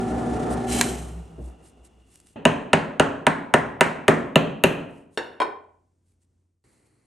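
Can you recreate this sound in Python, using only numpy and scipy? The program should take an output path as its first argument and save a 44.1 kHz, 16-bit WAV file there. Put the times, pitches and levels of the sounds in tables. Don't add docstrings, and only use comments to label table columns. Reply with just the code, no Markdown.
import sys
import numpy as np
from scipy import signal
from scipy.fft import rfft, irfft, next_fast_len
from scipy.io import wavfile
from scipy.ndimage import uniform_filter1d, minimum_filter1d, map_coordinates

SR = 44100
rng = np.random.default_rng(int(sys.argv[2]) if len(sys.argv) > 2 else 0)


def inscribe(sig):
    pcm = np.round(np.clip(np.atleast_2d(sig).T, -1, 1) * 32767)
    wavfile.write(sys.argv[1], SR, pcm.astype(np.int16))


N = 311328

BENCH_S, LATHE_S = 2.358, 6.64
OFF_S, COAST_S = .86, 1.5
# (frequency [Hz], level [dB])
CRACK = [(50, -13.5), (300, -7), (1500, 16.5), (3000, 9), (5000, -8), (6800, -0.5), (7600, -1.5), (9000, 6),
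         (12000, -17), (14000, -20), (16000, -31)]


def hammering(bench_lag_s=.0022, soft_db=-22, harden_db_per_blow=3, hard_above_hz=10500):
    # (time [s], bench thump [dB], handle knock [dB], pin ping [dB], crack [dB])
    blows = [(2.161, -6, -4.5, -5.5, -21), (2.4531, -5.5, -2.5, -7, -11), (2.7318, -6, -2.5, -8.5, -9),
             (2.9972, -6, -1.5, -9.5, -9.5), (3.2671, -9, 0, -14, -10), (3.539, -6.5, 2, -16, -8.5),
             (3.809, -8.5, -1.5, -10, -7), (4.081, -3, 0, -15.5, -6), (4.3573, -4, -3.5, -5, -13.5),
             (4.638, -5, -4.5, -4, -11.5)]
    # (frequency [Hz], level [dB], t60 [s])
    pin_modes = [(2705, -2, 0.035), (2896, -2.5, 0.035), (3750, -5.5, .012), (6710, -10, 0.014),
                 (8785, -7.5, 0.013)]
    face_modes = [(11800, -17, .007), (12900, -18.5, .007), (15500, -32, .005)]
    wood_modes = [(771, -3, 0.037), (960.6, -2.5, 0.045), (1180, -10, 0.03), (1299.4, -3, 0.02),
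                  (1497, -7, 0.027), (1770, -4, 0.031), (2030, -6, 0.029), (2501, -12, 0.04)]
    bench_modes = [(138.5, -5.5, 0.043), (161.5, -14.5, 0.32), (238.8, 0, 0.053), (280, -24, 0.93),
                   (389.5, 0, 0.061), (530, 3, 0.023), (632, 3, .038)]
    out = np.zeros((2, N))
    for k, (s, thump_db, knock_db, ping_db, crack_db) in enumerate(blows):
        hard_db = soft_db + harden_db_per_blow * k
        pin = amp(ping_db) * ring(pin_modes, rise_s=.00011, scatter_db=1.5, detune=.003)
        face = amp(hard_db) * ring(face_modes, rise_s=.0001, scatter_db=4, detune=.0071)
        wood = amp(knock_db) * ring(wood_modes, rise_s=.004, scatter_db=1, detune=.008)
        bench = amp(thump_db) * ring(bench_modes, rise_s=.0025, scatter_db=1.5, detune=.0023)
        bench = np.pad(bench, (round(bench_lag_s * SR), 0))[:len(pin)]
        spectrum = [(hz, db + (3 + hard_db) * (hz > hard_above_hz)) for hz, db in CRACK]
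        crack = amp(crack_db) * burst(spectrum, t60=.037)
        add(out, s, in_room(pin + face + wood + bench + crack, wet_db=-10))
    return out


def hammer_laid_down():
    # (time [s], level [dB])
    contacts = [(5.1745, -14), (5.179, -21.5)]
    # (frequency [Hz], level [dB], t60 [s])
    modes = [(437, 0, 0.016), (720, -0.5, 0.0071), (940, -6.5, 0.045), (1524, -14, 0.029),
             (1765, -9.5, 0.045), (2790, -12.5, 0.08), (3650, -12.5, 0.038), (4360, -18.5, 0.047),
             (5520, -18, 0.038), (7040, -33, 0.16), (10300, -39.5, 0.94), (11720, -48.5, 0.42)]
    return knocks(contacts, modes, crack_db=-14.5, wet_db=-5.5, spread=.093, t60_scale=.93)


def handle_rocking():
    # (time [s], level [dB])
    contacts = [(5.4015, -14), (5.4175, -15)]
    # (frequency [Hz], level [dB], t60 [s])
    modes = [(313, -10, 0.024), (425, -8.5, 0.058), (600, -4.5, 0.028), (785, -4, 0.025),
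             (890, -10.5, 0.047), (990, -2, 0.061), (1060, -0.5, 0.02), (1496, -15.5, 0.13),
             (1820, -21, 0.086), (2020, -18, 0.081), (2360, -12, 0.036), (3216, -11, 0.029),
             (3800, -22, 0.12), (4270, -18.5, 0.028), (5220, -32, 0.15)]
    return knocks(contacts, modes, crack_db=-17.5, wet_db=-4.5, spread=.046, t60_scale=.72)


def knocks(contacts, modes, crack_db, **room):
    out = np.zeros((2, N))
    for s, db in contacts:
        body = ring(modes, rise_s=.00013, scatter_db=2, detune=.0023)
        crack = amp(crack_db) * burst(CRACK, t60=.076)
        add(out, s, in_room(amp(db) * (body + crack), **room))
    return out


def drill(shaft_hz=27.9, flutter_db=4, frame_hold_s=.2):
    # (frequency [Hz], level [dB])
    partials = [(167, -45.5), (303, -39.5), (381, -39.5), (404, -47), (619, -45.5), (719.7, -38),
                (739.8, -41.5), (769.6, -43.5), (785, -44.5), (860, -53.5), (889, -55.5), (1130, -56),
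                (1394, -50.5), (1729, -52.5), (1846, -58)]
    # (frequency [Hz], level [dB])
    belt_spectrum = [(40, -39), (70, -12.5), (90, -16), (150, -8), (200, -3.5), (300, -3.5), (440, -5),
                     (560, -12), (760, -8.5), (1030, -19.5), (1400, -18), (1550, -26.5), (1850, -27.5),
                     (2200, -38.5), (4000, -44), (6000, -79.5)]
    bearing_spectrum = [(1180, -26), (2000, 0), (4210, -8), (4620, -10), (8930, -5), (10300, -4),
                        (11300, -17), (13000, -41)]
    frame_spectrum = [(70, -36), (95, -8.5), (110, 5.5), (128, -14), (150, 1.5), (170, 5), (200, -12),
                      (300, -50)]
    turn = phase_of(spindle_speed() * (1 + .0012 * wobble(12)))
    tones = sum(amp(db + flutter_db * wobble(7.7)) * np.sin(hz * turn + rng.uniform(0, 2 * np.pi))
                for hz, db in partials)
    slap = 1 + .1 * np.sin(shaft_hz * turn)
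    belt_level = np.hypot(fade(-29, db_per_s=78), fade(-41.5, db_per_s=19))
    hiss_level = np.hypot(fade(-48, db_per_s=58), fade(-63, db_per_s=12))
    belt = belt_level * amp(1.5 * wobble(16)) * diffuse(belt_spectrum)
    hiss = hiss_level * amp(1.5 * wobble(80)) * diffuse(bearing_spectrum)
    frame = fade(-43.5, db_per_s=35.5, from_s=OFF_S + frame_hold_s) * diffuse(frame_spectrum)
    return fade(1, db_per_s=116) * tones + slap * (belt + hiss) + frame


def spindle_speed():
    return np.exp(-since(OFF_S) / COAST_S)


def mains_hum():
    # (frequency [Hz], level [dB])
    partials = [(119.6, -37), (240, -28.5)]
    hum = sum(amp(db) * np.sin(2 * np.pi * hz * clock()) for hz, db in partials)
    return fade(1.3 * wobble(8), db_per_s=106) * hum


def frame_shake():
    # (frequency at full speed [Hz], level [dB], swell time [s], length [s])
    orders = [(128, -36.5, 0.89, .13), (215, -36.5, 1.2, 0.077), (225, -42, 1.336, 0.064)]
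    turn = phase_of(spindle_speed())
    return sum(swells([(s, length, db)]) * np.sin(hz * turn) for hz, db, s, length in orders)


def column_boom(pitch_hz=63, sag_hz_per_s=2.8, throb_hz=5.15, throb_peak_s=.345, release_s=.07):
    # (time [s], length [s], level [dB])
    passes = [(1.02, 0.18, -36.5), (1.18, 0.12, -35), (1.455, .125, -33.5), (1.82, 0.092, -51),
              (2.03, 0.11, -63)]
    powered = np.exp(-since(OFF_S) / release_s)
    throb = amp(-37.5 + 7 * np.cos(2 * np.pi * throb_hz * (clock() - throb_peak_s)))
    shudder = fade(-41 + 3 * wobble(12), db_per_s=21)
    level = powered * throb + (1 - powered) * shudder + swells(passes)
    return level * np.sin(phase_of(pitch_hz - sag_hz_per_s * since(OFF_S)))


def bearing_whine(full_db=-66, fade_db=14):
    # (frequency [Hz], level [dB])
    spectrum = [(2200, -32), (2550, -10.5), (2830, 3.5), (3150, -17.5), (3480, -6), (3800, -32.5)]
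    return amp(full_db - fade_db * (1 - spindle_speed())) * diffuse(spectrum)


def switch_rasp(start_s=.661, attack_s=.07, end_s=.82, grain_db=1.36, drift=.0065):
    # (frequency [Hz], level [dB])
    scrape_spectrum = [(700, -38), (1200, -14.5), (2400, -3), (2750, -3), (3050, -1), (3500, -9.5),
                       (4000, -6.5), (4500, -10.5), (6500, -4.5), (8600, 1.5), (12600, -11.5), (13900, -36),
                       (15500, -34), (16500, -68.5)]
    squeaks = [(3100, -15), (4060, -15)]
    push = np.minimum(since(start_s) / attack_s, 1) * fade(-28.5, db_per_s=88, from_s=end_s)
    squeak = sum(amp(db) * np.sin(phase_of(hz * (1 + drift * wobble(200)))) for hz, db in squeaks)
    return push * amp(grain_db * wobble(90)) * (diffuse(scrape_spectrum) + squeak)


def switch_snap(time_s=.8115, level_db=-6.5):
    # (frequency [Hz], level [dB])
    spectrum = [(400, -22.5), (900, -6), (1410, -19), (1960, -5), (2970, -14), (4170, -7.5), (4830, -18.5),
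                (6620, -6), (11000, -12.5), (16500, -26.5)]
    # (frequency [Hz], level [dB], t60 [s])
    lever_modes = [(920, -7, .035), (1650, 2.5, 0.04), (1920, 2, 0.05), (2300, -6, .06),
                   (4120, -3.5, 0.032)]
    snap = burst(spectrum, t60=.024)
    lever = amp(-11) * ring(lever_modes, rise_s=.00023, scatter_db=1, detune=.0035)
    out = np.zeros((2, N))
    add(out, time_s, in_room(amp(level_db) * (snap + lever), wet_db=-15.5))
    return out


def handle_bump(time_s=1.378, attack_s=.012):
    # (frequency [Hz], level [dB])
    spectrum = [(60, -20), (130, 3), (400, -1.5), (700, -13.5), (1200, -29.5), (3000, -49.5)]
    rise = np.minimum(since(time_s) / attack_s, 1)
    return rise * fade(-35, db_per_s=155, from_s=time_s) * diffuse(spectrum)


def fingers(grain_db=2):
    # (time [s], length [s], level [dB])
    brushes = [(0.524, 0.04, -40), (1.462, 0.1, -59), (1.667, 0.072, -56.5), (1.86, 0.036, -55.5),
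               (2.15, 0.12, -59), (2.29, 0.11, -61.5), (4.96, 0.15, -67), (5.15, 0.063, -65.5),
               (6.1, 0.099, -75.5), (6.23, 0.04, -73), (6.74, .14, -70.5), (6.87, .03, -70)]
    # (time [s], level [dB])
    ticks = [(2.157, -44), (2.201, -47), (2.27, -47.5)]
    # (frequency [Hz], level [dB])
    spectrum = [(500, -17), (2000, -9), (3500, -9.5), (6000, -8), (9000, 3), (11500, -5.5), (13000, -40),
                (16000, -49.5)]
    out = swells(brushes) * amp(grain_db * wobble(200)) * diffuse(spectrum)
    for s, db in ticks:
        add(out, s, amp(db) * burst(spectrum, t60=.019))
    return out


def in_room(sound, wet_db, spread=.25, t60_scale=.98, build_s=.0078, early_s=.025):
    # (frequency [Hz], level [dB])
    room_spectrum = [(50, 4.5), (130, -1), (250, 1), (600, -3.5), (1500, -0.5), (2200, -2.5), (3000, -9),
                     (5000, -4.5), (9000, -8.5), (12000, -10), (14000, -20.5)]
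    # (frequency [Hz], t60 [s])
    room_decay = [(100, 0.89), (250, 0.79), (600, 0.81), (1500, 0.61), (2800, 0.62), (4500, 0.48),
                  (9000, 0.43), (14000, 0.3)]
    hz, t, bands = signal.stft(diffuse(room_spectrum, SR), SR, nperseg=256)
    t60 = t60_scale * along(room_decay, hz)[:, None]
    tail = signal.istft(bands * amp(-60 * t / t60), SR, nperseg=256)[1][:, :SR]
    age = np.arange(SR) / SR
    tail *= 1 + np.exp(-age / early_s)
    tail = filtered(tail / np.linalg.norm(tail[0]), broad_colour(sound.mean(0), spread))
    out = amp(wet_db) * tail * np.minimum(age / build_s, 1)
    add(out, 0, sound)
    return out


def room_tone(hum_hz=88.5, bench_fade_s=6.4):
    # (frequency [Hz], level [dB])
    shop_air = [(30, -18), (60, -2), (100, -4.5), (150, -9.5), (300, -10.5), (600, -26), (1500, -35),
                (4000, -40), (9000, -32), (13000, -48.5)]
    lathe_air = [(18, -42), (30, -12), (89, -1), (124, 2), (165, -10), (319, -2), (601, -16), (1700, -22.5),
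                 (2030, -17), (3650, -33), (4300, -21), (5200, -32), (8880, -19), (10900, -22),
                 (13000, -53.5)]
    at_drill = fade(-61.5, db_per_s=1, from_s=0) * diffuse(shop_air)
    at_lathe = fade(-61.5, db_per_s=15.6, from_s=LATHE_S) * diffuse(lathe_air)
    at_bench = fade(-72.5, db_per_s=47, from_s=bench_fade_s) * diffuse(shop_air)
    hum = np.sqrt(2) * np.sin(2 * np.pi * hum_hz * clock())
    at_bench += fade(-71, db_per_s=35, from_s=bench_fade_s) * hum
    return np.select([clock() < BENCH_S, clock() < LATHE_S], [at_drill, at_bench], at_lathe)


def ring(modes, rise_s, scatter_db, detune):
    t = np.arange(SR // 2) / SR
    hz, db, t60 = np.transpose(modes)[:, :, None]
    level, pitch = rng.standard_normal((2, len(modes), 1))
    sign = (-1) ** np.arange(len(modes))[:, None]
    decay = amp(db + scatter_db * level - 60 * t / t60)
    waves = sign * decay * np.sin(2 * np.pi * hz * (1 + detune * pitch) * t)
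    low_cut = signal.butter(2, hz.min() / 3, "high", fs=SR, output="sos")
    return signal.sosfilt(low_cut, waves.sum(0) * (1 - np.exp(-t / rise_s)))


def burst(spectrum, t60):
    size = SR // 2
    hz = np.fft.rfftfreq(size, 1 / SR)
    decay = amp(-60 * np.arange(size) / SR / t60)
    phase = np.angle(rfft(rng.standard_normal(size) * decay))
    crack = irfft(amp(along(spectrum, hz)) * np.exp(1j * phase), size) * np.sqrt(decay)
    return np.tile(crack * np.linalg.norm(decay) / np.linalg.norm(crack), (2, 1))


def diffuse(spectrum, size=N):
    # (frequency [Hz], side over mid [dB])
    width = [(40, -20), (150, -15), (300, -9.5), (1000, -1.5), (2000, -10), (5000, -10), (8000, -21),
             (13000, -15)]
    mid, side = rng.standard_normal((2, size))
    mid = filtered(mid, lambda hz: amp(along(spectrum, hz)))
    side = filtered(side, lambda hz: amp(along(spectrum, hz) + along(width, hz)))
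    noise = np.array([mid + side, mid - side])
    return noise / np.sqrt(np.mean(noise ** 2) + 1e-20)


def broad_colour(sound, spread):
    grid = np.fft.rfftfreq(len(sound), 1 / SR)
    energy = np.cumsum(np.abs(rfft(sound)) ** 2) * grid[1]
    half = grid * spread / 2 + grid[1]
    power = (np.interp(grid + half, grid, energy) - np.interp(grid - half, grid, energy)) / (2 * half)
    return lambda hz: np.interp(hz, grid, np.sqrt(np.abs(power)))


def amp(db):
    return 10 ** (np.asarray(db) / 20)


def clock():
    return np.arange(N) / SR


def since(s):
    return np.maximum(clock() - s, 0)


def fade(db, db_per_s, from_s=OFF_S):
    return amp(db - db_per_s * since(from_s))


def swells(rows):
    return sum(amp(db) * np.exp(-(2 * (clock() - s) / length) ** 2) for s, length, db in rows)


def wobble(rate):
    return map_coordinates(rng.standard_normal(int(N * rate / SR) + 4), [clock() * rate])


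def phase_of(hz):
    return 2 * np.pi * np.cumsum(hz) / SR


def along(points, hz):
    knots, values = np.transpose(points)
    return np.interp(np.log(hz + 1), np.log(knots + 1), values)


def filtered(x, response):
    size = x.shape[-1]
    padded = next_fast_len(size + 8192)
    return irfft(rfft(x, padded) * response(np.fft.rfftfreq(padded, 1 / SR)), padded)[..., :size]


def add(track, s, sound):
    part = track[:, round(s * SR):][:, :sound.shape[-1]]
    part += sound[..., :part.shape[-1]]


def scene(cut_s=.00405):
    press = drill() + mains_hum() + frame_shake() + column_boom() + bearing_whine()
    press += switch_rasp() + switch_snap() + handle_bump()
    bench = hammering() + hammer_laid_down() + handle_rocking()
    at_bench = np.minimum(since(BENCH_S) / cut_s, 1)
    return (1 - at_bench) * press + at_bench * bench + fingers() + room_tone()


def record(dry, ceiling=.85, top_hz=16600):
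    # (frequency [Hz], level [dB])
    port = [(20, 1), (9500, -1), (10250, -16.5), (10900, 3), (12600, -8), (13300, -9.5), (14100, -20.5),
            (15200, -3.5), (16600, -7.5)]
    # (frequency [Hz], phase [rad])
    lead = [(5800, 0), (7800, -1.1), (9500, -1.55), (13000, -1.2)]
    sides = np.array([[1], [-1]])
    heard = filtered(dry, lambda hz: amp(along(port, hz)) * np.exp(.5j * along(lead, hz) * sides))
    needed_gain = np.minimum(1, ceiling / (np.abs(heard).max(0) + 1e-9))
    gain = uniform_filter1d(minimum_filter1d(needed_gain, size=89), size=89)
    return filtered(heard * gain, lambda hz: hz < top_hz)


dry = scene()
out = record(dry)
inscribe(out)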